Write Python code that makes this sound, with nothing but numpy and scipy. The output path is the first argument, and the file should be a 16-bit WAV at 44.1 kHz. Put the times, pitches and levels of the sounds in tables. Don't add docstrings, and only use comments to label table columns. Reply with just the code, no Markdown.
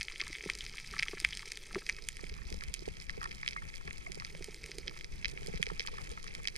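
import sys
import numpy as np
from scipy import signal
from scipy.fft import rfft, irfft, next_fast_len
from scipy.io import wavfile
from scipy.ndimage import uniform_filter1d

SR = 44100
rng = np.random.default_rng(int(sys.argv[2]) if len(sys.argv) > 2 else 0)


def undo_db(level):
    steps = np.asarray(level, float) / 20
    return 10 ** steps


def master_out(mix):
    frames = np.transpose(np.atleast_2d(mix))
    ceiling = np.clip(frames, -1, 1)
    pcm = np.round(ceiling * 32767).astype(np.int16)
    wavfile.write(sys.argv[1], SR, pcm)


N = 289737

# t/s, peak level at 2
# kHz/dB, relative level near 3, 5 and 9 kHz/dB
LOUD_SNAPS = [(0.0107, -23.5, -9.5, -0.5, -13), (0.203, -24, -13, -23, -11), (0.2058, -28, -21, -23, -24),
              (0.2141, -25, -8, 1, -16), (0.4993, -18.5, -10.5, -7, -7.5), (0.9912, -22.5, -24, -0.5, -20),
              (0.9949, -18.5, -16, -4.5, -13), (1.0256, -18.5, -13, -14, -11.5),
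              (1.0307, -19.5, -17, -8.5, -8.5), (1.201, -31.5, -20, 5, 9.5), (1.248, -11.5, -14, -15, -12),
              (1.5191, -31, -12, 4, 5.5), (1.891, -18.5, -42, -21, -10), (1.896, -14.5, -43, -8.5, -13.5),
              (2.0873, -25.5, -1, 1, 11.5), (2.7404, -26, -4.5, 5, 12.5), (3.4778, -20, 1, 0, -7.5),
              (3.4875, -30, -4, 5.5, 2), (4.8795, -27, -0.5, 4, -38), (5.246, -18.5, -11, -6, -41),
              (5.2556, -22.5, -11, -1, -35), (5.628, -16.5, -5, -6.5, -1), (5.7957, -27, -0.5, 8.5, -21),
              (6.4737, -23, 3.5, 5.5, 2)]
LOUD_LEAN_DB = [1.5, 0.1, 0.1, -3, 9, -1, 0, 0.1, 2, -2, -2, 4, 4.5, 18, 6, 6, -1.5, -4, -3, -6, -10, 13,
                -6, -5]
# t/s, peak
# level at 2 kHz/dB, relative level near 3 kHz/dB, near 5 kHz/dB
LARGE_CLAWS = [(0.017, -27.5, -25, -10), (0.0831, -31.5, -7, -9), (0.1985, -33, -4, -3),
               (0.352, -31, -4, -17), (0.4083, -32, -11, -28), (0.6077, -40.5, 14, -1),
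               (0.6644, -33.5, -11, 3), (0.7824, -33, -3.5, -11), (0.982, -30, -14, -2),
               (1.083, -28.5, -6, 1.5), (1.2436, -27.5, -10, -20), (1.3304, -34.5, 7.5, -3),
               (1.747, -32, -11, 3), (1.866, -30, -13, 1.5), (3.316, -32, -18, 0.5),
               (3.4623, -29.5, -7, -5), (3.5318, -35, -8, 4), (3.9089, -24, -22, -22),
               (4.1995, -30, -24, 4.5), (4.2482, -31.5, -12, 7.5), (4.35, -32.5, -7, -17),
               (4.716, -30.5, -10, 1.5), (4.8739, -32, -2, -3), (5.0446, -32, -7, 4),
               (5.375, -28, -13, -19), (5.6665, -26.5, -10, -1), (5.8053, -32, -4, 12),
               (5.8732, -29, -3, 6), (6.4537, -29, -16, -5), (6.483, -25.5, -19, 1)]
# t/s, peak level at 2 kHz/dB, brightness near 5 and 9 kHz/dB
SMALL_CLAWS = [(0.03, -40, 9.5), (0.2799, -41, 4), (0.552, -40, 5.5), (0.5874, -44, 10), (1.3506, -45, 9),
               (1.3723, -32, 1.5), (2.1689, -34, -1), (2.293, -43, -1), (2.5024, -40, 6.5),
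               (2.637, -33, -0.5), (3.022, -50.5, 14), (3.23, -38.5, 4), (3.509, -40, 4), (3.93, -45.5, 12),
               (4.119, -33, 3.5), (4.155, -42, 4), (4.4438, -35.5, 6.5), (4.5445, -38, 2),
               (4.661, -40.5, 2.5), (4.784, -39, 9), (5.2822, -38.5, 5), (5.471, -39.5, 7),
               (5.638, -36, -2), (5.8637, -31, 1.5), (6.042, -50, 13), (6.093, -55, 16),
               (6.1159, -47, 13.5), (6.2422, -46, 13.5), (6.3503, -30, 0), (6.5622, -32.5, 4.5),
               (0.7551, -50, 10.5), (1.2887, -40, 0), (1.5727, -32, -4), (2.5256, -33.5, -0.5),
         (2.8868, -35.5, -1), (3.2741, -40, -4), (3.3486, -49, 12.5), (3.7522, -43, 5), (3.981, -40.5, 4.5),
         (4.9897, -42, 1), (5.2982, -39, 1), (5.4621, -34, -1), (5.8259, -39.5, 2), (6.2288, -45.5, 10)]
# t/s, peak level at 2 kHz/dB, brightness near 5 kHz/dB
LESSER_SNAPS = [(0.1016, -38, -5), (0.1216, -35.5, -1.5), (0.1589, -32, -10), (0.2372, -38, 1),
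                (0.3296, -31.5, 0.5), (0.345, -45, -5), (0.3844, -31, -8), (0.4393, -31, -8),
                (0.5352, -49, 16), (0.6515, -49, 16), (0.6958, -34, -2), (0.737, -34.5, -8), (0.7718, -35, 3),
                (0.7876, -35, -3), (0.8461, -37, -16), (0.874, -46.5, 13), (0.9114, -45.5, 15.5),
                (1.0052, -35, 2), (1.0722, -37, -12), (1.1113, -37, 4), (1.1513, -48, 11), (1.1819, -32, -8),
                (1.3078, -38.5, 3.5), (1.3436, -38, 1), (1.3935, -37.5, 2), (1.4573, -48, 15),
                (1.4799, -38.5, 1), (1.5569, -48, 11), (1.7296, -38, 2), (1.7853, -35, -11),
                (1.7919, -38, 2.5), (1.9255, -37.5, 4), (1.9466, -37, -2), (1.9655, -33.5, 1),
                (1.9896, -48, 10), (2.0228, -42.5, 10), (2.0394, -55, 19), (2.1032, -40, -5),
                (2.2114, -50.5, 18.5), (2.2405, -35.5, 2), (2.2673, -33, -11), (2.2964, -35, 2.5),
                (2.3398, -33, -2), (2.6088, -33, -3), (2.7479, -35, 0), (2.7926, -47.5, 14),
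                (2.8551, -36, -10), (2.9691, -34.5, -3), (3.0005, -42.5, 8), (3.0668, -42, 4),
                (3.1042, -40.5, 8.5), (3.311, -32, -5), (3.5244, -38, -7),
                (3.7399, -34, -3), (3.7576, -40.5, 6.5), (3.8761, -30, -2.5), (4.1458, -56.5, 24),
               (4.4244, -37, 3), (4.6402, -36.5, 4), (4.9742, -36, 0), (5.01, -31, -5), (5.2271, -36, -8),
               (5.2906, -38, 5), (5.4311, -36.5, 3), (5.5375, -39, -3), (5.5524, -41, -2), (5.5585, -41, 9),
               (5.5744, -28, -9), (5.6576, -34, 1), (5.818, -32, -4), (6.0173, -39, 5), (6.1222, -47, 7),
               (6.2759, -43, 12), (6.28, -32, -2.5), (6.4445, -38, 3), (6.5559, -34, 0)]
# t/s, peak level at 2 kHz/dB, relative level near 5 and 9 kHz/dB
STRAY_SNAPS = [(0.1805, -42.5, 1, 5), (0.3588, -33, -10, -6), (0.4738, -38.5, -6, -10),
               (0.6156, -44, 7, -4), (0.7995, -38, 0, 1), (1.195, -45, 6, 0), (1.3257, -36, -3, -8),
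               (1.6129, -49.5, 9, -3), (2.5648, -47, 4, 8), (3.0124, -44, 2, 9), (3.0955, -27.5, -6, -7),
               (3.218, -46, 0, 8), (3.2416, -36, 4, 5), (3.4291, -42.5, 5, -21), (3.5697, -46, 4, 11),
               (4.8953, -38, 1, -15), (5.1595, -54, 6, 16), (5.6183, -50, 8, 16), (5.689, -40, 5, -1),
               (5.8852, -37, 5, -12), (6.34, -42, 5, 8), (6.4331, -48, 4, 17), (1.8644, -42, 6, 5)]
# f/Hz, width/Hz, level/dB
HOUSING = [
    [(1850, 135, -2), (2220, 400, 13.5), (2550, 75, 8)],
    [(3210, 380, 17)],
    [(4010, 210, -1), (5120, 1010, 8), (5900, 280, 11)],
    [(6890, 1450, 2.5), (8680, 720, -0.5), (9550, 1700, -9), (14230, 4000, 2.5)],
    [(886, 70, -9.5), (1157, 89, -6.5), (1314, 42, 18.5)],
]
# lower f/Hz, upper f/Hz
REGION_HZ = [
    (1300, 2480),
    (2490, 3980),
    (3980, 5346),
    (6380, 11340),
    (720, 988),
]
# f/Hz, width/Hz
HOUSING_NULLS = [(1460, 168), (2800, 164), (3700, 61), (6850, 310), (8000, 280)]
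# t/s, peak level/dB, f/Hz, length/ms, relative level of the low thump/dB
POPS = [(0.463, -31.5, 402, 4.2, -9.5), (1.137, -31.5, 396, 4.8, -15), (1.748, -44.5, 214, 10.5, -25),
        (1.767, -24.5, 377, 7.3, -18), (2.238, -34.5, 407, 4, -8.5), (2.521, -34.5, 360, 4.4, -9),
        (2.825, -35.5, 371.5, 4.6, -12), (2.881, -27, 428, 4.4, -17), (3.181, -35, 447, 6.6, -4),
        (3.881, -37, 420, 5.7, -18), (4.101, -39.5, 370, 8.4, 0), (4.176, -35, 430, 4, -16),
        (4.351, -38.5, 546, 3.9, -7), (4.413, -37, 381, 7.9, -10), (4.488, -35, 418, 6.1, -9),
        (4.696, -39.5, 397, 4.9, -15), (4.786, -33.5, 405, 5.4, -35), (5.423, -38, 424, 4.4, -21),
        (5.486, -31, 445, 5.4, -4), (5.541, -30, 440, 4.1, -2), (5.6, -31, 450, 5.3, -0.5),
        (5.673, -33, 453, 4.5, -34), (5.719, -32.5, 450, 4.5, -2.5), (6.122, -39, 470, 11, -10)]
# t/s, peak level/dB, f/Hz
FAR_POPS = [(0.22, -43.5, 372), (0.305, -43, 330), (0.439, -43.5, 400), (0.929, -49, 432),
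            (1.095, -43, 400), (1.173, -49, 382), (1.222, -48, 345), (1.475, -47, 420), (1.741, -47, 720),
            (1.761, -35.5, 220), (1.782, -37, 440), (2.545, -39, 480), (3.861, -53, 397), (4.077, -40, 684),
            (4.758, -50, 406), (5.338, -40, 385), (5.366, -44, 409), (5.377, -46, 486), (5.403, -47, 410),
            (5.464, -39, 390), (5.501, -37, 430), (5.575, -50, 440), (5.803, -39, 456), (5.935, -38, 456),
            (6.387, -40.5, 479)]
# t/s, peak level/dB, middle f/Hz, length/ms
CROAKS = [(0.2705, -41.5, 1660, 5.1), (0.4909, -42.5, 1350, 6.5), (0.743, -47.5, 1335, 6.6),
          (0.9382, -37.5, 1485, 6.1), (0.9652, -43, 1780, 7.7), (1.133, -47.5, 1304, 8.3),
          (1.1753, -44, 1670, 8.2), (1.43, -48, 1353, 6.4), (1.71, -46, 1454, 7.9),
          (1.7564, -33, 1370, 1.4), (1.82, -48, 1590, 8.4), (1.9863, -47, 1735, 8.9),
          (2.3651, -48, 1300, 2.5), (2.623, -43, 1494, 9), (3.0969, -40.5, 1915, 5.5),
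          (3.216, -36.5, 1395, 5.4), (3.231, -42.5, 1420, 12.5), (3.243, -35, 1690, 4),
          (3.2578, -35.5, 1410, 5.4), (3.4323, -35, 1674, 2.3), (3.5643, -36.5, 1460, 4.9),
          (3.623, -43.5, 1393, 8), (3.8811, -46, 1434, 6.6), (4.064, -45.5, 1280, 5.3),
          (4.2219, -35.5, 1480, 2), (5.701, -37.5, 1376, 4.4), (5.883, -40.5, 1292, 9.7),
          (5.942, -46, 1034, 8.3), (5.9838, -41.5, 1300, 9.8), (6.1764, -39, 1326, 4.6)]
# t/s, middle f/Hz
FAR_CROAKS = [(0.1143, 1283), (2.1947, 1570), (2.419, 1594), (3.8107, 1350), (4.2083, 1530), (4.9115, 1300),
              (6.266, 1825), (0.2243, 1410), (1.0642, 1390), (2.387, 1250), (3.1423, 1450), (3.448, 1514),
              (6.2427, 1255), (6.4001, 1250), (4.964, 1376), (5.851, 1300)]
# t/s, peak level/dB, f/Hz, 60 dB decay time/s
BUBBLE_JOLTS = [
    (3.5738, -33.5, 2150, 0.049),
    (3.5815, -32.5, 2120, 0.044),
    (4.067, -28, 2160, 0.02),
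]
# t/s, peak level/dB
EDDIES = [(2.323, -32.5), (2.466, -30), (2.533, -28.5), (2.555, -31.5), (2.578, -32), (2.691, -28),
          (2.915, -33.5), (3.094, -34.5), (3.888, -36.5), (5.136, -34), (5.273, -33.5), (5.562, -30),
          (6.023, -35), (6.115, -32.5)]
# t/s, right port level/dB, left port level/dB
SURGE = [(0.0, -49, -50), (0.55, -48, -46), (1.2, -47, -53.5), (1.8, -48, -44), (2.3, -42.5, -44.5),
         (2.6, -42.5, -46), (2.86, -44.5, -42.5), (3.12, -48, -42), (3.5, -44, -43), (3.9, -49, -39),
         (4.2, -45, -42), (4.7, -47.5, -41.5), (5.1, -43.5, -39.5), (5.46, -43.5, -39), (5.72, -45.5, -40),
         (5.98, -47.5, -37), (6.3, -43.5, -42), (6.57, -47, -39.5)]
# f/Hz, level/dB
RIGHT_RUMBLE = [(15, 6), (45, -0.5), (90, -17), (150, -12.5), (260, -27), (600, -46.5), (1200, -39.5),
                (2500, -27), (5000, -110)]
# f/Hz, level/dB
LEFT_RUMBLE = [(15, 3.5), (45, -6), (90, -14.5), (150, -13.5), (300, -29), (600, -36), (1200, -40.5),
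               (2500, -36), (5000, -110)]
# t/s, level/dB
WALL = [(0.0, -55), (0.8, -56.5), (1.25, -53.5), (1.7, -59.5), (2.45, -57), (2.9, -59), (3.3, -56),
        (4.1, -56.5), (4.9, -59), (5.4, -56), (6.3, -54.5), (6.56, -57)]
FAR_REGION_DB = [2.5, -4.5, -1, -2.5, -6]
# f/Hz, level/dB
LEFT_PORT = [(100, -24), (300, -11.5), (420, -8), (700, -1.5), (3000, -0.5), (3700, -4), (4300, -6.5),
             (5000, -29.5)]
# t/s, goal (1 = separate ports, 0 = shared), glide time constant/s
MIXER = [
    (1.775, 1, 0.3),
    (4.21, 0, 0.3),
    (4.71, 1, 0.2),
]


def snap_rows():
    large = [(s, db, dip, bright, -9.5 + 0.89 * bright) for s, db, dip, bright in LARGE_CLAWS]
    small = [(s, db, -8, bright, 4 + bright) for s, db, bright in SMALL_CLAWS]
    lesser = [(s, db - 1, -10.5, bright, bright - 6) for s, db, bright in LESSER_SNAPS]
    stray = [(s, db, -10.5, bright, top) for s, db, bright, top in STRAY_SNAPS]
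    return np.array([*LOUD_SNAPS, *large, *small, *lesser, *stray])


def near_snaps(low_db, scatter_db, spray_db, spray_ms):
    rows, out = snap_rows(), np.zeros(N)
    at = (rows[:, 0] * SR).astype(int)
    levels = rows[:, 1:2] + np.c_[0 * at, rows[:, 2:], low_db + 0 * at]
    luck = np.resize(rng.standard_normal((181, 21)), (len(rows), 21))
    sign = np.sign(luck[:, -1])
    luck[len(LOUD_SNAPS):] *= 2.6
    rustle = rng.standard_normal(N)
    echoes = np.tanh(rustle) * (rng.random(N) < .035)
    lean_db = np.pad(LOUD_LEAN_DB, (0, len(rows) - len(LOUD_LEAN_DB)))
    spray_fade = np.exp(-1000 / (spray_ms * SR))
    lead_ms, path_spread_ms = 1.65, .25
    lead_fade = np.exp(-1000 / (lead_ms * SR))
    unit = np.eye(1, 400)[0]
    for region, modes in enumerate(HOUSING):
        response = sum(undo_db(db) * resonate(unit, hz, width) for hz, width, db in modes)
        strength = undo_db(levels[:, region]) / np.abs(push(response, region)).max()
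        lag = (region > 0) * np.tanh(luck[:, -1 - region]) * path_spread_ms * SR / 1000
        reach = at + lag.astype(int)
        heights = np.zeros(N)
        heights[reach] = strength
        decay = signal.lfilter([0, 1], [1, -spray_fade], heights + 1e-18)
        spray = undo_db(spray_db + 2.8 * (region == 3)) * echoes * decay
        if region in (0, 3, 4):
            lead = signal.lfilter([0, 1], [1, -lead_fade], heights[::-1] + 1e-18)[::-1]
            spray += undo_db(-31.5) * rustle * lead
        rung = 0
        for k, (hz, width, db) in enumerate(modes):
            mode_db = scatter_db * luck[:, 4 * region + k] + (region == 2) * (k - 1.5) * lean_db
            clicks = spray.copy()
            clicks[reach] = sign * strength * undo_db(mode_db)
            rung = rung + undo_db(db) * resonate(clicks, hz, width)
        out += push(rung, region)
    return out


def fish_pops():
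    out = np.zeros(N + 4000)
    t = (np.arange(4000) - 1000) / SR
    far_ms, far_thump_db = 5.2, -15
    pops = [*POPS, *[(s, db, hz, far_ms, far_thump_db) for s, db, hz in FAR_POPS]]
    phases = rng.uniform(0, 2 * np.pi, len(pops))
    for (s, db, hz, ms, thump_db), phase in zip(pops, phases):
        age = (t + ms / 4000) / (ms / 1000)
        rise = np.exp(-.5 * (age / 0.31) ** 2)
        fall = 1 / np.cosh(np.minimum(age / 0.62, 30))
        swell = np.where(age < 0, rise, fall)
        turn = 2 * np.pi * hz * t + phase
        pop = swell * np.sin(turn) + undo_db(-13.5) * swell ** 2 * np.sin(1.77 * turn)
        thump_width = np.where(t < .006, 0.0045, 0.008)
        thump_swell = np.exp(-.5 * ((t - .006) / thump_width) ** 2)
        thump = undo_db(thump_db - 1.5) * thump_swell * np.sin(2 * np.pi * 165 * t + phase)
        start = int(s * SR) - 1000
        out[start:start + 4000] += undo_db(db) * (pop + thump)
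    roughness = rms_one(resonate(rng.standard_normal(N), 60, 100))
    return out[:N] * (1 + 0.25 * roughness)


def fish_croaks(sweep, tail_db):
    out = np.zeros(N + 1500)
    t = (np.arange(1500) - 500) / SR
    far_db, far_ms = -48, 5.1
    calls = [*CROAKS, *[(s, far_db, hz, far_ms) for s, hz in FAR_CROAKS]]
    phases = np.resize(rng.uniform(0, 2 * np.pi, len(CROAKS)), len(calls))
    for (s, db, middle_hz, ms), phase in zip(calls, phases):
        spread = ms / 1000 * np.where(t < 0, .25, .4)
        swell = np.exp(-.5 * (t / spread) ** 2)
        hz = middle_hz * (1 - sweep * np.tanh(t * 2000 / ms))
        start = int(s * SR) - 500
        out[start:start + 1500] += undo_db(db) * swell * np.sin(2 * np.pi * np.cumsum(hz) / SR + phase)
    rough = out[:N] * (1 + 1.17 * rms_one(resonate(rng.standard_normal(N), 274, 135)))
    rough = signal.sosfilt(signal.butter(3, 850, "high", fs=SR, output="sos"), rough + 1e-18)
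    low_modes = [*HOUSING[-1], *HOUSING[0]]
    return rough + undo_db(tail_db) * sum(resonate(rough, hz, width) for hz, width, db in low_modes)


def bubble():
    out, t = np.zeros(N), np.arange(3000) / SR
    for s, db, hz, t60 in BUBBLE_JOLTS:
        onset = np.minimum(t / .001, 1)
        out[int(s * SR):][:3000] += undo_db(db - 60 * t / t60) * onset * np.sin(2 * np.pi * hz * t)
    return out


def slaps():
    out, t = np.zeros(N), (np.arange(6000) - 3000) / SR
    swing_hz, swing_s, churn_s = 46.7, 0.0074, 0.023
    churn_db, froth_db = -23.5, -40.5
    phases = rng.uniform(0, 2 * np.pi, len(EDDIES))
    rough = rms_one(resonate(resonate(rng.standard_normal(N), 160, 114), 160, 114))
    froth = undo_db(8.7 * drift(22)) * rms_one(resonate(rng.standard_normal(N), 405, 500))
    rough += undo_db(froth_db - churn_db) * froth
    for (s, db), phase in zip(EDDIES, phases):
        span = slice(int(s * SR) - 3000, int(s * SR) + 3000)
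        swing = np.exp(-.5 * (t / swing_s) ** 2) * np.cos(2 * np.pi * swing_hz * t + phase)
        churn = np.exp(-.5 * (t / churn_s) ** 2) * rough[span]
        out[span] += undo_db(db) * (swing + undo_db(churn_db) * churn)
    return out


def rumble(db, points, lumpy_db):
    white = rng.standard_normal(N)
    deep = signal.sosfilt(signal.butter(2, 50, "low", fs=SR, output="sos"), white)
    eddies = undo_db(lumpy_db * np.tanh(drift(4.6))) * (white - deep)
    return undo_db(db) * rms_one(colour(deep + eddies, points))


def far_crackle(mid_db, high_db, per_s, size_db, colour_db, smear_ms, blur_db):
    born = rng.random(N) < per_s * undo_db(4 * np.tanh(drift(25))) / SR
    sizes = born * undo_db(size_db * np.minimum(rng.exponential(1, N), 3))
    paths, out = rng.standard_normal((2, N)), np.zeros(N)
    fade = np.exp(-1000 / (smear_ms * SR))
    for region, modes in enumerate(HOUSING):
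        coloured = np.minimum(sizes * undo_db(colour_db * rng.uniform(-1.6, 1.87, N)), undo_db(17.5))
        bursts = signal.lfilter([1], [1, -fade], coloured)
        strikes = rms_one(bursts * paths[0]) + undo_db(blur_db + 2.3 * drift(25)) * paths[1]
        rung = sum(undo_db(db) * resonate(strikes, hz, width) for hz, width, db in modes)
        level_db = high_db if region in (2, 3) else mid_db
        out += undo_db(FAR_REGION_DB[region] + level_db) * rms_one(push(rung, region))
    return out


def port_hum(db):
    lumps = undo_db(3.1 * drift(16.0)) * rng.standard_normal(N)
    return undo_db(db) * rms_one(resonate(resonate(lumps, 398, 198), 398, 198))


def self_hiss(db):
    return undo_db(db + 3.5 * drift(18)) * rms_one(resonate(rng.standard_normal(N), 15300, 3200))


def channel_hiss(db):
    band = signal.butter(3, [10500, 16000], "band", fs=SR, output="sos")
    hiss = signal.sosfilt(band, rng.standard_normal((2, N)))
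    return undo_db(db + 6 * np.tanh(drift(15))) * rms_one(hiss)


def housing_colour(x):
    for hz, width in HOUSING_NULLS:
        x = x - .7 * resonate(x, hz, width)
    return signal.sosfilt(signal.butter(3, 10500, "low", fs=SR, output="sos"), x)


def mixer_split():
    t, split = np.arange(N) / SR, np.zeros(N)
    for s, goal, glide_s in MIXER:
        i = int(s * SR)
        split[i:] = goal + (split[i] - goal) * np.exp(-(t[i:] - s) / glide_s)
    return split


def ragged_top(x):
    usual_edge_hz, band_hz, swing_hz = 14600, 350, 420
    burst_level, burst_s, around_s = .065, .007, .024
    spectrum, hz = rfft(x), np.arange(N // 2 + 1) * SR / N
    burst = 1. * (np.abs(irfft(spectrum[1] * (hz > 1500), N)) > burst_level)
    inside = uniform_filter1d(burst, size=int(burst_s * SR)) > 1e-6
    around = uniform_filter1d(burst, size=int(around_s * SR)) > 1e-6
    openness = drift(9) + np.where(inside, 5, np.where(around, -5, 0))
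    for step in range(-9, 7):
        low_hz = usual_edge_hz + step * band_hz
        closed = openness + drift(20) < step * band_hz / swing_hz
        lost = uniform_filter1d(1. * closed, size=200)
        x = x - lost * irfft(spectrum * (hz > low_hz) * (hz <= low_hz + band_hz), N)
    return x


def push(x, region):
    return signal.sosfilt(signal.butter(2, REGION_HZ[region], "band", fs=SR, output="sos"), x + 1e-18)


def resonate(x, hz, width_hz):
    r = np.exp(-np.pi * width_hz / SR)
    zeros = np.array([1, 0, -1]) * (1 - r * r) / 2
    poles = [1, -2 * r * np.cos(2 * np.pi * hz / SR), r * r]
    return signal.lfilter(zeros, poles, x + 1e-18)


def colour(x, points, lag_ms=0.):
    size = next_fast_len(N + 4096)
    hz = np.maximum(np.arange(size // 2 + 1) * SR / size, 1)
    curve_hz, curve_db = np.transpose(points)
    db = np.interp(np.log(hz), np.log(curve_hz), curve_db)
    delay = np.exp(-2j * np.pi * hz * lag_ms / 1000)
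    return irfft(rfft(x, size) * undo_db(db) * delay, size)[:N]


def drift(rate):
    r = np.exp(-80 * np.pi * rate / SR)
    slow = signal.lfilter([1], [1, -2 * r, r * r], rng.standard_normal(N // 40 + 2002))[2000:]
    return np.interp(np.arange(N) / 40, np.arange(len(slow)), rms_one(slow))


def rms_one(x):
    return x / np.sqrt(np.mean(x ** 2) + 1e-20)


def in_time(rows):
    s, *columns = np.transpose(rows)
    return [np.interp(np.arange(N) / SR, s, c) for c in columns]


def scene():
    mid_db, = in_time(WALL)
    right_db, left_db = in_time(SURGE)
    high_db = -58 + 0.42 * (mid_db - mid_db.mean())
    hum_db = -59.5 + 0.68 * (left_db - left_db.mean())
    reef = near_snaps(low_db=-27, scatter_db=1.2, spray_db=-13.5, spray_ms=5.5)
    reef += far_crackle(mid_db - 2.5, high_db, per_s=450, size_db=3.5, colour_db=8.0,
                        smear_ms=1.0, blur_db=-5.5)
    reef += fish_croaks(sweep=0.2944, tail_db=1.0) + bubble()
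    right = housing_colour(reef + self_hiss(-67.5)) + fish_pops() + port_hum(hum_db)
    left = -colour(right, LEFT_PORT, lag_ms=0.082)
    right_water = rumble(right_db, RIGHT_RUMBLE, lumpy_db=5.0)
    left_water = rumble(left_db - 1.5, LEFT_RUMBLE, lumpy_db=4.0) + slaps()
    shared = right + 0.83 * left + right_water
    ports = np.array([left + left_water, right + right_water])
    split = mixer_split()
    return (1 - split) * shared + split * ports


def roll_off(x):
    return signal.sosfilt(signal.butter(12, 16490, fs=SR, output="sos"), x)


def record(dry):
    high_pass = signal.butter(1, 12, "high", fs=SR, output="sos")
    wired = signal.sosfilt(high_pass, dry) + channel_hiss(-89.0)
    return roll_off(ragged_top(wired))


dry = scene()
out = record(dry)
master_out(out)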